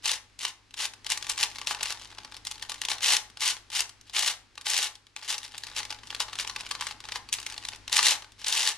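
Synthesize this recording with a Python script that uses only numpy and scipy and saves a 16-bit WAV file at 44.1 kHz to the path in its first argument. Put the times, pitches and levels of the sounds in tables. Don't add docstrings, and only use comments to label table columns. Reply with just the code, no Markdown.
import sys
import numpy as np
from scipy import signal
from scipy.fft import rfft, irfft, next_fast_len
from scipy.io import wavfile
from scipy.ndimage import uniform_filter1d

SR = 44100
rng = np.random.default_rng(int(sys.argv[2]) if len(sys.argv) > 2 else 0)


def master(y):
    cut = np.clip(np.atleast_2d(y).T, -1, 1)
    pcm = np.round(cut * 32767)
    wavfile.write(sys.argv[1], SR, pcm.astype(np.int16))


N = 386757
TIME = np.arange(N) / SR
RING, LEAD = 2048, 256

# start_s, end_s, rubbing_level_db
ALIGNING = [(1.05, 2.05, -53), (2.05, 2.38, -58), (2.46, 2.999, -55), (5.18, 6.001, -55), (6.03, 6.93, -53),
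            (7.03, 7.18, -52), (7.34, 7.77, -53)]


def undb(db):
    return 10 ** (np.asarray(db) / 20)


def unit(x):
    return x / np.sqrt(np.mean(x ** 2))


def along(table, size):
    hz, value = np.transpose(table)
    bins_hz = np.fft.rfftfreq(size, 1 / SR)
    return np.interp(np.log(bins_hz + 1), np.log(hz), value)


def coloured(x, table):
    size = 2 * next_fast_len(x.shape[-1])
    cepstrum = irfft(np.log(undb(along(table, size))))
    cepstrum[1:size // 2] *= 2
    cepstrum[size // 2 + 1:] = 0
    response = np.exp(rfft(cepstrum))
    return irfft(rfft(x, size) * response)[..., :x.shape[-1]]


def fade(t, t60):
    return np.exp(-np.log(1000) * t / t60)


def through(x, response):
    return signal.fftconvolve(np.atleast_2d(x), np.atleast_2d(response), axes=1)[:, :N]


def add(out, s, sound):
    start = int(np.clip(s * SR - LEAD, 0, N - 1))
    out[:, start:start + sound.shape[1]] += sound[:, :N - start]


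def piece(knock_db, edge_db, scrape, snap=3.64, scrape_s=0.0023, rebound=0.43, rebound_s=.005,
          chatter_t60=0.021, ring_t60=0.015, ring=0.46, ring_hz=4512.0, ring_octaves=0.793,
          lag_s=2.4e-5, lag_scatter=0.32):
    # pitch_hz, gain_db
    plastic = [(88, -57), (150, -24), (687, -14), (850, -5.5), (918, -2.5), (1160, -9.5), (1320, -13.5),
               (2360, -5.5), (2700, -1.5), (3970, -0.5), (5610, -2.5), (10400, -10), (13600, -26),
               (15000, -27)]
    # pitch_hz, side_noise_db
    spread = [(300, -25), (1000, -15), (3000, -9.5), (7000, -7), (13000, -8.5)]
    t = (np.arange(RING) - LEAD) / SR
    after = np.maximum(t, 0)
    pitches_hz = ring_hz * 2 ** (ring_octaves * rng.standard_normal(size=(3, 1)))
    pitches_hz = np.minimum(pitches_hz, SR / 2)
    own = ring * np.sin(2 * np.pi * pitches_hz * after).sum(axis=0) * fade(after, ring_t60)

    slide, wait, share, hardness = .5 + rng.random(size=4)
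    rub = scrape * np.exp(-np.abs(t) / (scrape_s * slide))
    chatter = np.where(t < 0, rub, fade(after, chatter_t60))
    late = t - rebound_s * wait
    bounce = rebound * share * (late > 0) * fade(np.abs(late), chatter_t60)
    mid, side = rng.standard_normal((2, RING)) * np.hypot(chatter, bounce)
    mid = mid + own
    mid[LEAD] += snap * hardness
    mid[LEAD + 2] -= snap * hardness

    side = coloured(side, spread)
    pair = coloured(np.array([mid + side, mid - side]), plastic)
    pair = coloured(pair, [(1300, knock_db), (2600, 0.032), (4500, 0.011), (7500, edge_db)])
    lag = lag_s * (1 + lag_scatter * rng.standard_normal())
    delay = np.exp(-2j * np.pi * np.fft.rfftfreq(RING, 1 / SR) * lag)
    pair[1] = irfft(rfft(pair[1]) * delay)
    return pair / np.sqrt(np.mean(pair[:, LEAD:2 * LEAD] ** 2))


def clicks(gain_db, knock_db, edge_db, scrape=0.59, hard_db=-23, scrape_slope=0.48):
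    # time_s, level_db (before gain_db), brightness_db
    snaps = [(.057, -24, 0), (.094, -27, -8), (.116, -23.5, 1), (.391, -37, 10), (.451, -24, 0.5),
             (.708, -51.5, 2), (.741, -38.5, -2), (.845, -42, 13), (.854, -27, 6), (.936, -42, -4),
             (1.046, -42, -2), (1.066, -30, -2), (1.102, -26, 9), (1.12, -23, 4.5), (1.175, -30.5, 5),
             (1.226, -32.5, -4), (1.246, -39, -5), (1.268, -35, -5), (1.297, -23.5, 9), (1.317, -31, 14),
             (1.378, -29, -1), (1.43, -20, 0), (1.558, -37.5, -8), (1.585, -35, -8), (1.615, -33, -11),
             (1.672, -24.5, -5), (1.71, -27, -8), (1.748, -31.5, -6), (1.809, -31.5, -15),
             (1.831, -24.5, 2), (1.857, -29.5, 0), (1.905, -30.5, -7.5), (1.924, -31, -3),
             (2.02, -44, -6.5), (2.055, -44, -15), (2.184, -36.5, -13), (2.125, -46, -19),
             (2.248, -38.5, -9.5), (2.322, -42, -10), (2.344, -41, -10), (2.367, -40, -3),
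             (2.451, -37.5, 5), (2.47, -29, 5), (2.513, -32, 5), (2.625, -31.5, 3.5), (2.696, -31, 3),
             (2.719, -31, -3), (2.743, -38.5, 3), (2.817, -27, -2), (2.837, -38, -8), (2.851, -27, 0),
             (2.886, -26, -4), (2.916, -25, -10), (2.983, -39, -7), (3.007, -37.5, -10), (3.105, -22, 1),
             (3.135, -20.5, 5), (3.167, -20.5, 8), (3.3, -50, -2.5), (3.372, -39, -7.5), (3.407, -31.5, 12),
             (3.434, -27, 2), (3.452, -30, 10), (3.478, -25.5, 13), (3.567, -42, -6), (3.702, -40.5, 0),
             (3.806, -22.5, 4), (3.894, -41.5, 2), (4.012, -49, 9), (4.097, -43, -6), (4.167, -25, -7),
             (4.193, -25, 11), (4.278, -25, 4), (4.555, -51, -4), (4.578, -36.5, -8), (4.612, -41, 3),
             (4.68, -34, 11), (4.702, -25, 19), (4.766, -26, 5), (4.778, -23.5, 13), (4.828, -26, 12),
             (4.954, -44, 2), (5.068, -51, -4.5), (5.164, -33.5, -0.5), (5.229, -40.5, -8),
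             (5.304, -28, 14), (5.381, -31.5, 9.5), (5.431, -40, 3), (5.479, -49, 0), (5.546, -40, -15),
             (5.58, -34, 7), (5.636, -34, 0), (5.669, -38, -3), (5.683, -46, -3), (5.715, -44.5, -16),
             (5.802, -34, -13), (5.831, -35.5, -1), (5.852, -36.5, -2), (5.905, -31, -5), (5.926, -34, -9),
             (6.034, -43.5, -14), (6.072, -42.5, -3), (6.104, -32.5, -7), (6.127, -39, -18),
             (6.148, -30.5, -3), (6.203, -22.5, -5.5), (6.284, -40.5, -21), (6.331, -34, -6),
             (6.355, -36, -2), (6.388, -29, -2), (6.398, -28, -8), (6.448, -34.5, -12), (6.475, -31, 5),
             (6.497, -31, -9), (6.562, -29.5, -11.5), (6.608, -34.5, -3.5), (6.665, -36.5, -8),
             (6.712, -26.5, -4.5), (6.751, -33, -9), (6.81, -27.5, -5.5), (6.823, -32.5, -15),
             (6.869, -29.5, -5), (6.91, -34.5, -10.5), (7.004, -41, -8), (7.04, -41.5, -15),
             (7.053, -39.5, -7), (7.088, -36, -12), (7.121, -30.5, -9.5), (7.158, -28.5, -12.5),
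             (7.289, -40, -5), (7.328, -22, 13), (7.339, -26.5, 9), (7.386, -35.5, -14), (7.401, -38, 5),
             (7.429, -43, 5), (7.465, -29.5, 1), (7.5, -38, 1), (7.524, -38.5, -2), (7.542, -39.5, -2),
             (7.579, -33, -9), (7.651, -31.5, 2.5), (7.687, -30, 1), (7.733, -39, -17), (7.76, -46, 7),
             (7.879, -33, -6), (7.897, -39, -13), (7.928, -21, -0.5), (7.968, -19, 12), (7.991, -18.5, -12),
             (8.029, -22, 6), (8.067, -19, 6), (8.084, -20, 5), (8.121, -25, -1), (8.222, -41.5, -9.5),
             (8.245, -45.5, -18), (8.32, -51.5, 8), (8.445, -30.5, -2), (8.483, -24, 14),
             (8.526, -22.5, 12), (8.577, -25, 10), (8.675, -21, 4.5), (8.689, -25, 6.5)]
    out = np.zeros((2, N))
    for s, db, bright in snaps:
        drag = scrape * min(undb(scrape_slope * (db - hard_db)), 1)
        contact = piece(knock_db - 0.54 * bright, edge_db + 0.52 * bright, drag)
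        add(out, s, undb(db + gain_db) * contact)
    return out


def grip(grip_s=.03, held_db=-66):
    db = np.full(N, float(held_db))
    for start, end, level in ALIGNING:
        db[(TIME >= start) & (TIME < end)] = level
    return uniform_filter1d(db, max(int(grip_s * SR), 1))


def push(size=32, catch_db=1.53, catch_s=.006):
    # start_s, length_s, level_db, rise_over_turn_db
    pushes = [(.043, 0.096, -30, 6), (.405, 0.08, -35, 2), (0.778, 0.073, -33, 4), (1.095, 0.043, -32, 0),
              (1.294, 0.019, -31, -5), (1.378, 0.058, -30, 11), (1.673, 0.046, -33, 0),
              (1.831, 0.088, -39, 3), (2.697, 0.024, -43, 0), (2.89, 0.043, -32, 2), (3.03, .115, -22, 2),
              (3.41, 0.1, -28, 4), (3.729, 0.075, -27, 4), (4.051, 0.053, -54, 4), (4.141, 0.17, -29, -1),
              (4.66, 0.19, -28, 2), (5.216, 0.056, -46, 0), (5.285, 0.057, -30, -2), (5.431, 0.032, -43, 0),
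              (5.766, 0.033, -31, 0), (6.206, 0.017, -29, 0), (6.388, .04, -36, -2),
              (6.588, 0.021, -40, 1.5), (6.81, 0.1, -43, -2.5), (7.125, .05, -44, 1),
              (7.333, 0.017, -34, 0), (7.926, .078, -25, 4), (8.035, 0.093, -23, -0.5),
              (8.385, .045, -47, 8), (8.465, 0.24, -28, 0)]
    attack_db_per_s, arch_db, coast_db_per_s = 1100, 3, 430
    full_turn_s = .12
    t = TIME[::size]
    db = grip()[::size]
    for start, length, level, lean in pushes:
        done = np.clip((t - start) / length, 0, 1)
        hold = level + lean * (done - .5) - arch_db * (2 * done - 1) ** 2
        braking = coast_db_per_s * np.sqrt(max(full_turn_s / length, 1))
        before = attack_db_per_s * np.maximum(start - t, 0)
        beyond = braking * np.maximum(t - start - length, 0)
        db = np.maximum(db, hold - before - beyond)
    catches = uniform_filter1d(rng.standard_normal(len(t)), max(int(catch_s * SR / size), 1))
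    catches = np.clip(unit(catches), -2, 2)
    return np.interp(TIME, t, db + catch_db * catches)


def rattle(rate, unevenness, count=6000):
    travel = np.cumsum(rate) / SR
    gaps = np.exp(unevenness * rng.standard_normal(count))
    marks = np.cumsum(gaps / gaps.mean())
    return np.interp(marks[marks < travel[-1]], travel, TIME)


def turns(gain_db=-1, rest_db=-66, fast_db=-25, fast_rate=850, rate_slope=.45, scatter_db=4.0, scrape=0.32,
          slow_knock_db=4, fast_knock_db=0, slow_edge_db=-3, fast_edge_db=1.0, count=64):
    db = push()
    force = np.maximum(undb(db) - undb(rest_db), 0) * undb(gain_db)
    rate = fast_rate * undb(rate_slope * (db - fast_db))
    touches = np.linspace([slow_knock_db, slow_edge_db], [fast_knock_db, fast_edge_db], count)
    pieces = [piece(knock, edge, scrape) for knock, edge in touches]
    pieces = [p / np.sqrt(np.sum(p ** 2) / 2) for p in pieces]
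    moments = rattle(rate, unevenness=.55)
    size, choice = rng.standard_normal((len(moments), 2)).T
    size = unit(undb(scatter_db * np.clip(size, -2, 2)))
    out = np.zeros((2, N))
    for s, blow, pick in zip(moments, size, choice):
        i = int(s * SR)
        speed = min(rate[i] / fast_rate, 1)
        hardness = (speed + (1 + np.tanh(pick)) / 2) / 2
        level = blow * force[i] * np.sqrt(SR / rate[i])
        add(out, s, level * pieces[int(hardness * (count - 1))])
    return out


def loose_ticks(rate=34, over_db=6.5, scatter_db=1.5, knock_db=7.0, edge_db=-5, colour_db=3, scrape=0.16):
    moments = rattle(np.full(N, float(rate)), unevenness=.7)
    chance = np.clip(rng.standard_normal((len(moments), 2)), -2, 2)
    out = np.zeros((2, N))
    for s, (size, bright) in zip(moments, chance):
        tick = piece(knock_db - colour_db * bright, edge_db + colour_db * bright, scrape)
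        for start, end, level in ALIGNING:
            if start <= s < end:
                add(out, s, undb(level + over_db + scatter_db * size) * tick)
    return out


def cube_body(x):
    # pitch_hz, t60_s, resonance_gain_db
    modes = [(845.6, 0.08, 5.5), (1036, 0.19, 0.5), (1150, 0.061, 4), (1426, 0.072, -10),
             (1837, 0.0077, -13), (2790, 0.046, -11.5)]
    t = np.arange(SR // 3) / SR
    response = 0
    for hz, t60, db in modes:
        peak = undb(db) * 2 * np.log(1000) / (t60 * SR)
        response = response + peak * np.cos(2 * np.pi * hz * t) * fade(t, t60)
    return x + through(x, response)


def room(x, wet_db, build_s, low_db, high_db):
    # pitch_hz, t60_s
    decays = [(200, 0.13), (800, 0.33), (2000, 0.3), (5500, 0.26), (12000, 0.26)]
    t = np.arange(SR // 2) / SR
    mid, side = rng.standard_normal((2, len(t)))
    side = coloured(side, [(300, -6.5), (1000, -13.0), (3000, -3), (6000, 4)])
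    noise = rfft(np.array([mid + side, mid - side]))
    tail = 0
    for hz, t60 in decays:
        band = along([(f, float(f == hz)) for f, _ in decays], len(t))
        tail = tail + irfft(noise * band, len(t)) * fade(t, t60)
    tail = tail * (1 - np.exp(-(t / build_s) ** 2))
    tail = coloured(tail, [(700, low_db), (3000, 0.0038), (10000, high_db)])
    return through(x, undb(wet_db) * unit(tail) / np.sqrt(len(t)))


def background(air_db, side_db, balance_db):
    # pitch_hz, relative_level_db
    air_colour = [(20, -5), (48, -3), (75, -7.5), (125, -8.5), (175, -14.5), (270, -7.5), (600, -19),
                  (1500, -14), (5000, -17.5), (11000, -33.5), (15000, -65)]
    # pitch_hz, rms_level_db (before swell and balance)
    hum_tones = [(50, -70.5), (100, -69)]
    # time_s, gain_db
    swell_points = [(0, 1), (.6, -2.5), (1.2, 4.5), (2.8, 3.5), (3.6, 1.5), (5.2, -4), (5.8, 5), (7.9, 5.5),
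                    (8.77, -2.5)]
    mid, side = (unit(coloured(rng.standard_normal(N), air_colour)) for _ in range(2))
    air = undb(air_db) * (mid + undb(side_db) * np.array([side, -side]))
    hum = 0
    for hz, db in hum_tones:
        hum = hum + undb(db) * np.sqrt(2) * np.sin(2 * np.pi * (hz * TIME + rng.random()))
    swell = undb(np.interp(TIME, *np.transpose(swell_points)))
    balance = undb(np.array([[balance_db], [-balance_db]]) / 2)
    return (air + hum) * swell * balance


def scene():
    # pitch_hz, gain_db
    radiation = [(150, -4.5), (280, -4.5), (450, 0), (650, -2), (900, -5), (1500, 4), (3000, 1.5)]
    # pitch_hz, left_minus_right_db
    port_balance = [(300, 1), (600, 3), (1200, 2.5), (2200, 3.5), (4200, 3), (8000, 1.5)]
    contacts = clicks(gain_db=-1.5, knock_db=2.0, edge_db=-0.5) + turns() + loose_ticks()
    cube = cube_body(coloured(contacts, radiation))
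    port_gain = undb(along(port_balance, N) * np.array([[1], [-1]]) / 2)
    cube = irfft(rfft(cube) * port_gain, N)
    tail = room(cube, wet_db=-11.5, build_s=0.008, low_db=11, high_db=-3.5)
    return cube + tail + background(air_db=-62.5, side_db=-5.5, balance_db=1.5)


def record(dry, top_hz=14000):
    low_pass = signal.ellip(8, .2, 70, top_hz, fs=SR, output="sos")
    return signal.sosfilt(low_pass, dry)


dry = scene()
out = record(dry)
master(out)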